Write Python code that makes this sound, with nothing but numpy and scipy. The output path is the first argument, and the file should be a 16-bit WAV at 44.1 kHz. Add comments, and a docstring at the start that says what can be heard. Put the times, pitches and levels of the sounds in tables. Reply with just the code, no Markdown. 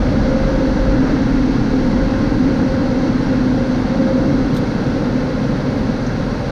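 """A broad roar and lumpy buffeting, with a booming cabin, a wavering hum and faint whines, heard inside a car
that creeps out beneath the blower dryers of a car wash; later come a few brief soft scuffs and a tick close by.
Jets, gusts and nozzle are shaped noise, the cabin is noise ringing in resonances, fans are bent sine tones.
Boom and hum fade as the car moves clear; scuffs and tick are short bursts of coloured noise."""
import sys
import numpy as np
from scipy import signal
from scipy.fft import rfft, irfft
from scipy.io import wavfile
from scipy.ndimage import uniform_filter1d, minimum_filter1d

SR = 44100
rng = np.random.default_rng(int(sys.argv[2]) if len(sys.argv) > 2 else 0)


def bounce(signal):
    """Save signal as a 16-bit WAV file at the path given by the first command-line argument."""
    frames = np.transpose(np.atleast_2d(signal))
    limited = np.clip(frames, -1, 1)
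    pcm = np.round(limited * 32767).astype(np.int16)
    wavfile.write(sys.argv[1], SR, pcm)


N = 287077  # samples

TIME = np.arange(N) / SR  # s
FREQS = np.fft.rfftfreq(N, 1 / SR)  # Hz
EDGE_HZ = 15200  # upper limit of the sound's band

# single gusts that shove the body and, far more faintly, lift the roar:
# t/s, half length/s, rise above the steady buffeting/dB
GUSTS = [(.04, .04, 4), (.26, .035, 2.5), (.45, .05, 3), (.87, 0.067, 8), (1.4, 0.04, 4), (1.65, .04, -1),
         (1.86, .04, 2), (2.02, 0.06, 6.5), (2.4, .13, 3), (3.24, .06, 2), (3.53, .05, 3), (4.4, 0.16, 5.5),
         (6.23, .06, 3)]


def amp(db):
    """Decibels to gain."""
    return 10 ** (np.asarray(db) / 20)


def unit(x):
    """Scales to an rms of 1."""
    return x / np.sqrt(np.mean(x ** 2) + 1e-20)


def level(points):
    """Gain at every moment, from a short curve of t/s, level/dB."""
    return amp(np.interp(TIME, *np.transpose(points)))


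def receding(db, fade_db_per_s, start=0, end=np.inf):
    """Gain that holds until start, then fades evenly in dB until end (s)."""
    return amp(db - fade_db_per_s * (np.clip(TIME, start, end) - start))


def swells(rows):
    """Sum of smooth rises and falls in dB, each bell-shaped in time."""
    return sum(db * np.exp(-((TIME - s) / half_length) ** 2) for s, half_length, db in rows)


def burst(s, length):
    """Envelope with a quick start and a softer end."""
    age = np.maximum(TIME - s, 0) / length
    return (1 - np.exp(-10 * age)) * np.exp(-age ** 2)


def colour(points):
    """Gain at every frequency, from a short spectrum of f/Hz, level/dB joined along log frequency."""
    hz, db = np.transpose(points)
    return amp(np.interp(np.log(FREQS + 1), np.log(hz + 1), db))


def bell(hz, width):
    """Response of one resonance, 1 at its centre and about 3 dB down across its width (Hz)."""
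    return 1 / (1 + ((FREQS - hz) / (.78 * width)) ** 2)


def noise(gain):
    """Turbulence: white noise shaped by the gain at each frequency, at an rms of 1."""
    return unit(irfft(rfft(rng.standard_normal(N)) * gain, N))


def drift(rate):
    """Slow random wandering at an rms of 1, mostly below rate (Hz)."""
    return noise(np.exp(-(FREQS / rate) ** 2))


def sustained(x, span, firmness):
    """A steady flow: evens out swells longer than span (s); firmness runs from 0 (untouched) to 1."""
    power = uniform_filter1d(x ** 2, max(int(span * SR), 8))
    return unit(x / (np.abs(power) + 1e-4) ** (np.clip(firmness, 0, 1) / 2))


def ring(modes, span, firmness):
    """Turbulence ringing in a group of resonances, whose powers add."""
    power_gain = sum((amp(db) * bell(hz, width)) ** 2 for hz, width, db in modes)
    return sustained(noise(np.sqrt(power_gain)), span, firmness)


def tone(hz, wander, flutter_db):
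    """A blade tone; moving air bends its phase (rms radians) and shakes its level (rms dB)."""
    phase = 2 * np.pi * (hz * TIME + rng.random()) + wander * drift(5.6)
    return unit(np.sin(phase) * amp(flutter_db * drift(17)))


def jets():
    """Broad turbulent roar through the resonant ducts, with the rush and fizz of air over the glass."""
    # spectra of the roar, of the rush and of the finest hiss: f/Hz, relative density/dB per Hz
    roar_colour = [(190, -32.5), (330, -11.5), (365, -21), (429, 0), (526, -1.5), (563, -14), (667, -11),
                   (763, -13.5), (1210, -17.5), (1440, -16.5), (2150, -22.5), (2500, -29.5), (3250, -60.5),
                   (5500, -120)]
    rush_colour = [(1500, -21), (2400, -12), (2650, -1.5), (3000, -5.5), (3600, -4.5), (4000, -4),
                   (4450, -2), (5100, -7.5), (5650, -7), (6300, -11.5), (7100, -21.5), (7650, -27),
                   (7900, -31), (9000, -49.5)]
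    fizz_colour = [(5000, -14.5), (7900, -1), (8700, 1.5), (9700, -0.5), (11300, -6.5), (12500, -9),
                   (14000, -11), (15100, -15.5)]
    # resonances and dips of the ducts: f/Hz, width/Hz, boost or cut/dB
    duct_modes = [(693, 39, -3.5), (755, 95, 5), (905, 61, 3), (1030, 50, 0.5), (1290, 40, 1.5),
                  (1432, 110, 3), (1530, 60, 1), (1650, 64, 4), (1764, 54, -4), (1970, 120, 1),
                  (2156, 120, 2.5), (2510, 70, -1.5), (2930, 170, -1.3), (3320, 70, 2), (3400, 70, 0),
                  (3570, 150, -1.5), (3990, 120, 2), (4400, 60, 1.6), (4460, 70, -1.5), (4860, 90, 1.7),
                  (4900, 70, -1.2), (5230, 160, -1.5), (7250, 250, -2.5), (7660, 130, 1.5),
                  (7900, 200, -1.5)]
    roar_db, rush_db, fizz_db, fade_db_per_s = -28.5, -39, -62.5, 0.29
    gust_share = 0.049  # how much of each gust's dB reaches the roar
    corner_hz = 620

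    ducts = amp(sum(db * bell(hz, width) for hz, width, db in duct_modes))
    above_body = 1 / np.sqrt(1 + (corner_hz / (FREQS + 1)) ** 8)
    roar_gain = receding(roar_db, fade_db_per_s) * amp(gust_share * swells(GUSTS) + 0.14 * drift(19))
    roar = noise(colour(roar_colour) * ducts * above_body) * roar_gain
    rush_gain = receding(rush_db, fade_db_per_s) * amp(0.2 * drift(14))
    rush = noise(colour(rush_colour) * ducts) * rush_gain
    fizz = noise(colour(fizz_colour)) * amp(fizz_db + 0.34 * drift(20))
    return roar + rush + fizz


def buffeting():
    """Lumpy gusts push the whole body; it passes only their lowest part."""
    # spectrum of the push: f/Hz, relative density/dB per Hz
    push_colour = [(5, -18), (16, -8.5), (25, 0), (36, 0), (45, 6.5), (54, -5), (66, -9.5), (80, -11.5),
                   (100, -20), (200, -68), (400, -140)]
    push_db, fade_db_per_s = -20.5, 2.5  # ahead of the body's low-pass
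    eases_s, settles_s = 0.65, 4.2  # the buffeting dies down between these times

    push = receding(push_db, fade_db_per_s, eases_s, settles_s) * amp(swells(GUSTS))
    gusts = sustained(noise(colour(push_colour)), span=0.16, firmness=0.7) * push
    return irfft(rfft(gusts) / (1 + (FREQS / 130) ** 6), N)


def body():
    """Cabin and panels ring under the jets: a low drone, booms and howls, each group at its own level."""
    # resonances of each group: f/Hz, width/Hz, relative level/dB
    drone_modes = [(126.8, 32.5, -0.5), (153, 40, -8), (92, 23, -9.5)]
    boom_modes = [(180, 39, -6.5), (213, 58, 0), (242, 35, 1)]
    upper_boom_modes = [(273.4, 29, 1), (289.8, 44.7, -2.8)]
    howl_modes = [(480, 28, 0.7), (512, 40, -0.17), (404, 93, -2)]
    upper_howl_modes = [(540, 54, -1.6), (584, 47, -0.39)]
    # groups that come and go as the car moves under the jets: t/s, level/dB
    upper_boom_level = [(0, -21.5), (.45, -24), (.6, -17.5), (.82, -23.5), (1.12, -19), (1.7, -20.5),
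                        (2.2, -22.5), (2.36, -20), (2.7, -21.5), (3.9, -23.5), (4.33, -17), (4.68, -24.5),
                        (5.02, -23), (5.3, -25), (6, -28), (6.5, -30.5)]
    howl_level = [(0, -29), (.25, -27.5), (.85, -27), (1.5, -29), (1.75, -26), (2.15, -29.5), (2.9, -28),
                  (3.85, -29), (4.15, -27.5), (4.9, -27), (5.6, -28), (6.5, -30.5)]
    upper_howl_level = [(0, -27.5), (.6, -32), (.78, -32), (1.14, -28.5), (1.24, -41), (1.65, -46),
                        (2, -34), (2.45, -35), (2.85, -33), (3.35, -35), (3.8, -36), (4.05, -30),
                        (4.45, -34.5), (4.95, -32), (5.35, -35), (5.65, -29.5), (6.1, -36), (6.5, -31)]
    # brief swells and lulls: t/s, half length/s, change/dB
    drone_swells = [(.11, 0.12, 4.5), (.89, .03, 3), (.99, 0.037, 6.5), (1.1, .05, -5), (1.59, 0.029, 7.5),
                    (2.18, .035, 3), (2.35, .035, 3), (2.74, 0.042, 5), (2.98, 0.11, -3.5),
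                    (3.12, 0.028, 6), (3.51, .05, 3), (4.09, .03, -3), (4.16, 0.026, 4), (4.31, 0.029, 7),
                    (4.54, 0.032, 6), (4.89, .03, 3.5), (5.69, 0.05, 4.5), (5.83, 0.04, 3), (6.16, .04, 2)]
    boom_swells = [(.2, .05, 4), (.36, 0.03, 6), (.66, .04, -2), (1.34, .035, 2), (1.56, .035, 2.5),
                   (1.86, .03, 2.5), (1.96, .03, 6), (2.23, 0.029, 4.5), (2.63, 0.044, 5.5),
                   (2.71, .03, -7), (2.79, 0.028, 2.5), (2.96, .035, 3), (3.59, 0.026, 2.5),
                   (4.01, .04, 3.5), (4.46, .04, 0), (4.79, 0.037, 3), (5.29, .04, -2.5), (5.51, .035, 4),
                   (5.91, .04, 5), (6.5, 0.06, -12)]
    upper_boom_swells = [(.21, .03, 4), (.94, 0.027, 6.5), (1.09, 0.027, 3.5), (1.18, 0.028, 2.5),
                         (1.31, .03, 4.5), (2.35, 0.032, 4), (2.49, 0.024, 7.5), (2.8, .03, 1.5),
                         (3.07, 0.021, 4), (3.89, 0.042, -4), (4.34, .035, -1), (4.6, .03, -4),
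                         (5.02, 0.037, 3.5), (5.26, 0.027, -8)]
    drone_db, boom_db, boom_fade_db_per_s = -24.5, -21, 1.03
    clear_s = 3.8  # the cabin leaves the jets and the boom starts to fade

    drone_gain = amp(drone_db + swells(drone_swells))
    boom_gain = receding(boom_db, boom_fade_db_per_s, clear_s) * amp(swells(boom_swells))
    upper_boom_gain = level(upper_boom_level) * amp(swells(upper_boom_swells))
    drone = drone_gain * ring(drone_modes, span=0.08, firmness=0.8)
    boom = boom_gain * ring(boom_modes, span=0.087, firmness=0.85)
    upper_boom = upper_boom_gain * ring(upper_boom_modes, span=0.09, firmness=0.9)
    howl = level(howl_level) * ring(howl_modes, span=0.15, firmness=0.71)
    upper_howl = level(upper_howl_level) * ring(upper_howl_modes, span=0.1, firmness=1.0)
    return drone + boom + upper_boom + howl + upper_howl


def fans():
    """Spinning blades and motors: a wavering low tone, a rough high one, a faint hum and trembling whines."""
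    # loud and dead spots that the car creeps through, for each blade tone: t/s, level/dB
    low_tone_level = [(0, -33), (.25, -23), (.5, -32), (.8, -26), (1.3, -22.5), (1.8, -22.5), (2.28, -28),
                      (2.45, -24), (2.72, -23), (3.05, -25), (3.42, -19.5), (3.8, -22), (4.1, -21.5),
                      (4.42, -24), (4.58, -22), (4.75, -31.5), (5.05, -25), (5.4, -28), (5.9, -35),
                      (6.5, -38)]
    high_tone_level = [(0, -39), (.2, -27.5), (.58, -22.5), (.75, -28.5), (.93, -22.5), (1.05, -36),
                       (1.25, -35.5), (1.62, -47), (1.85, -31), (2.0, -26.5), (2.35, -31.5), (2.6, -28),
                       (2.87, -24.5), (3.04, -28.5), (3.2, -54), (3.32, -25.5), (3.42, -39), (3.6, -27),
                       (3.75, -37.5), (3.95, -24.5), (4.1, -24), (4.28, -27), (4.45, -38), (4.9, -34.5),
                       (6.5, -36.5)]
    # the low tone wavers widely in the gusty air, then less: t/s, phase wander/rms radians
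    low_tone_wander = [(0, .9), (2.1, 1.1), (2.45, .5), (6.5, 0.49)]
    # surges of the air stream that swell the low tone: t/s, half length/s, rise/dB
    surges = [(.66, 0.033, 13.5), (.99, 0.039, 13.5), (1.38, 0.042, 5), (1.76, .04, 1), (2.11, 0.023, 11),
              (2.22, .022, 5), (2.425, 0.043, 12), (4.17, 0.021, 8), (4.9, 0.035, 9), (5.07, 0.021, 11)]
    # faint, trembling tones of the other fans and motors: f/Hz, level/dB
    whine_tones = [(1060.6, -45.5), (1591, -56.5), (1796.5, -53.5), (1826.5, -57), (2557.5, -57.5),
                   (2666, -65.5), (2923, -68.5), (3823, -65), (4020, -60.5)]
    low_hz, high_hz = 255.3, 530.3
    skirt_db, skirt_width_hz = -12.5, 28  # turbulence around the high tone, relative to it
    motor_hz, motor_db = 216.6, -33

    wander = np.interp(TIME, *np.transpose(low_tone_wander))
    low_gain = level(low_tone_level) * amp(swells(surges))
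    low = low_gain * tone(low_hz, wander, flutter_db=1.0)
    skirt = amp(skirt_db) * noise(bell(high_hz, skirt_width_hz))
    high = level(high_tone_level) * unit(tone(high_hz, wander=0.35, flutter_db=1.1) + skirt)
    motor = amp(motor_db) * tone(motor_hz, wander=0.6, flutter_db=2.0)
    whines = sum(amp(db) * tone(hz, wander=0.75, flutter_db=3.5) for hz, db in whine_tones)
    return low + high + motor + whines


def nozzle():
    """A passing air jet adds a brief band of brighter roar."""
    passes_s, half_length_s, peak_db = 1.1, 0.27, -35.5
    centre_hz, width_hz = 1510, 340
    passing = np.exp(-((TIME - passes_s) / half_length_s) ** 2)
    return amp(peak_db) * passing * noise(bell(centre_hz, width_hz))


def scuffs():
    """Short soft rubs inside the car: bursts of noise with one shared colour, tilted for each."""
    # rubs: t/s, length/s, level ahead of the envelope/dB, brightness/dB per octave
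    rubs = [(4.540, .024, -43, -8.5), (4.563, .014, -33.5, -10.5), (4.576, .015, -41, -9),
            (5.767, .016, -62, 5), (5.794, .024, -63, 6)]
    # shared spectrum: f/Hz, relative density/dB per Hz
    rub_colour = [(1000, -90), (2800, -20), (3400, 2), (5000, -2), (6000, 2), (7500, -3.5), (9200, -0.5),
                  (11200, -7), (12000, 2.5), (15000, 0)]

    octaves = np.log2(np.clip(FREQS, 3000, EDGE_HZ))  # the tilt acts only above 3 kHz
    rub_gain = colour(rub_colour) * (FREQS < EDGE_HZ)
    total = np.zeros(N)
    for s, length, db, bright_db in rubs:
        total += amp(db) * burst(s, length) * noise(rub_gain * amp(bright_db * octaves))
    return total


def tick():
    """A light touch: a short burst of noise in one high resonance."""
    start_s, length_s, level_db = 6.063, .016, -40.5  # level ahead of the envelope
    # squaring the response narrows it to about two thirds of 1000 Hz
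    resonance = bell(5950, 1000) ** 2
    return amp(level_db) * burst(start_s, length_s) * noise(resonance)


def scene():
    """Everything as it arrives inside the car, in one channel."""
    return (jets() + buffeting() + body() + fans() + nozzle() + scuffs() + tick())[None]


def record(dry):
    """A gentle limiter dips the gain on the highest bass crests; then soft ends and the band limit."""
    ceiling, end_fade_s = 0.65, .004
    bass = irfft(rfft(dry) / (1 + (FREQS / 700) ** 4), N)
    squeeze = (1 + (bass / ceiling) ** 4) ** (-1 / 4)
    # hold each dip, then smooth it (spans in samples)
    gain = uniform_filter1d(minimum_filter1d(squeeze, size=400), size=400)
    ends = np.minimum(np.minimum(TIME, TIME[::-1]) / end_fade_s, 1)
    band_limit = signal.firwin(511, EDGE_HZ, window=("kaiser", 9), fs=SR)
    return signal.oaconvolve(dry * gain * ends, band_limit[None], "same")


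dry = scene()
out = record(dry)
bounce(out)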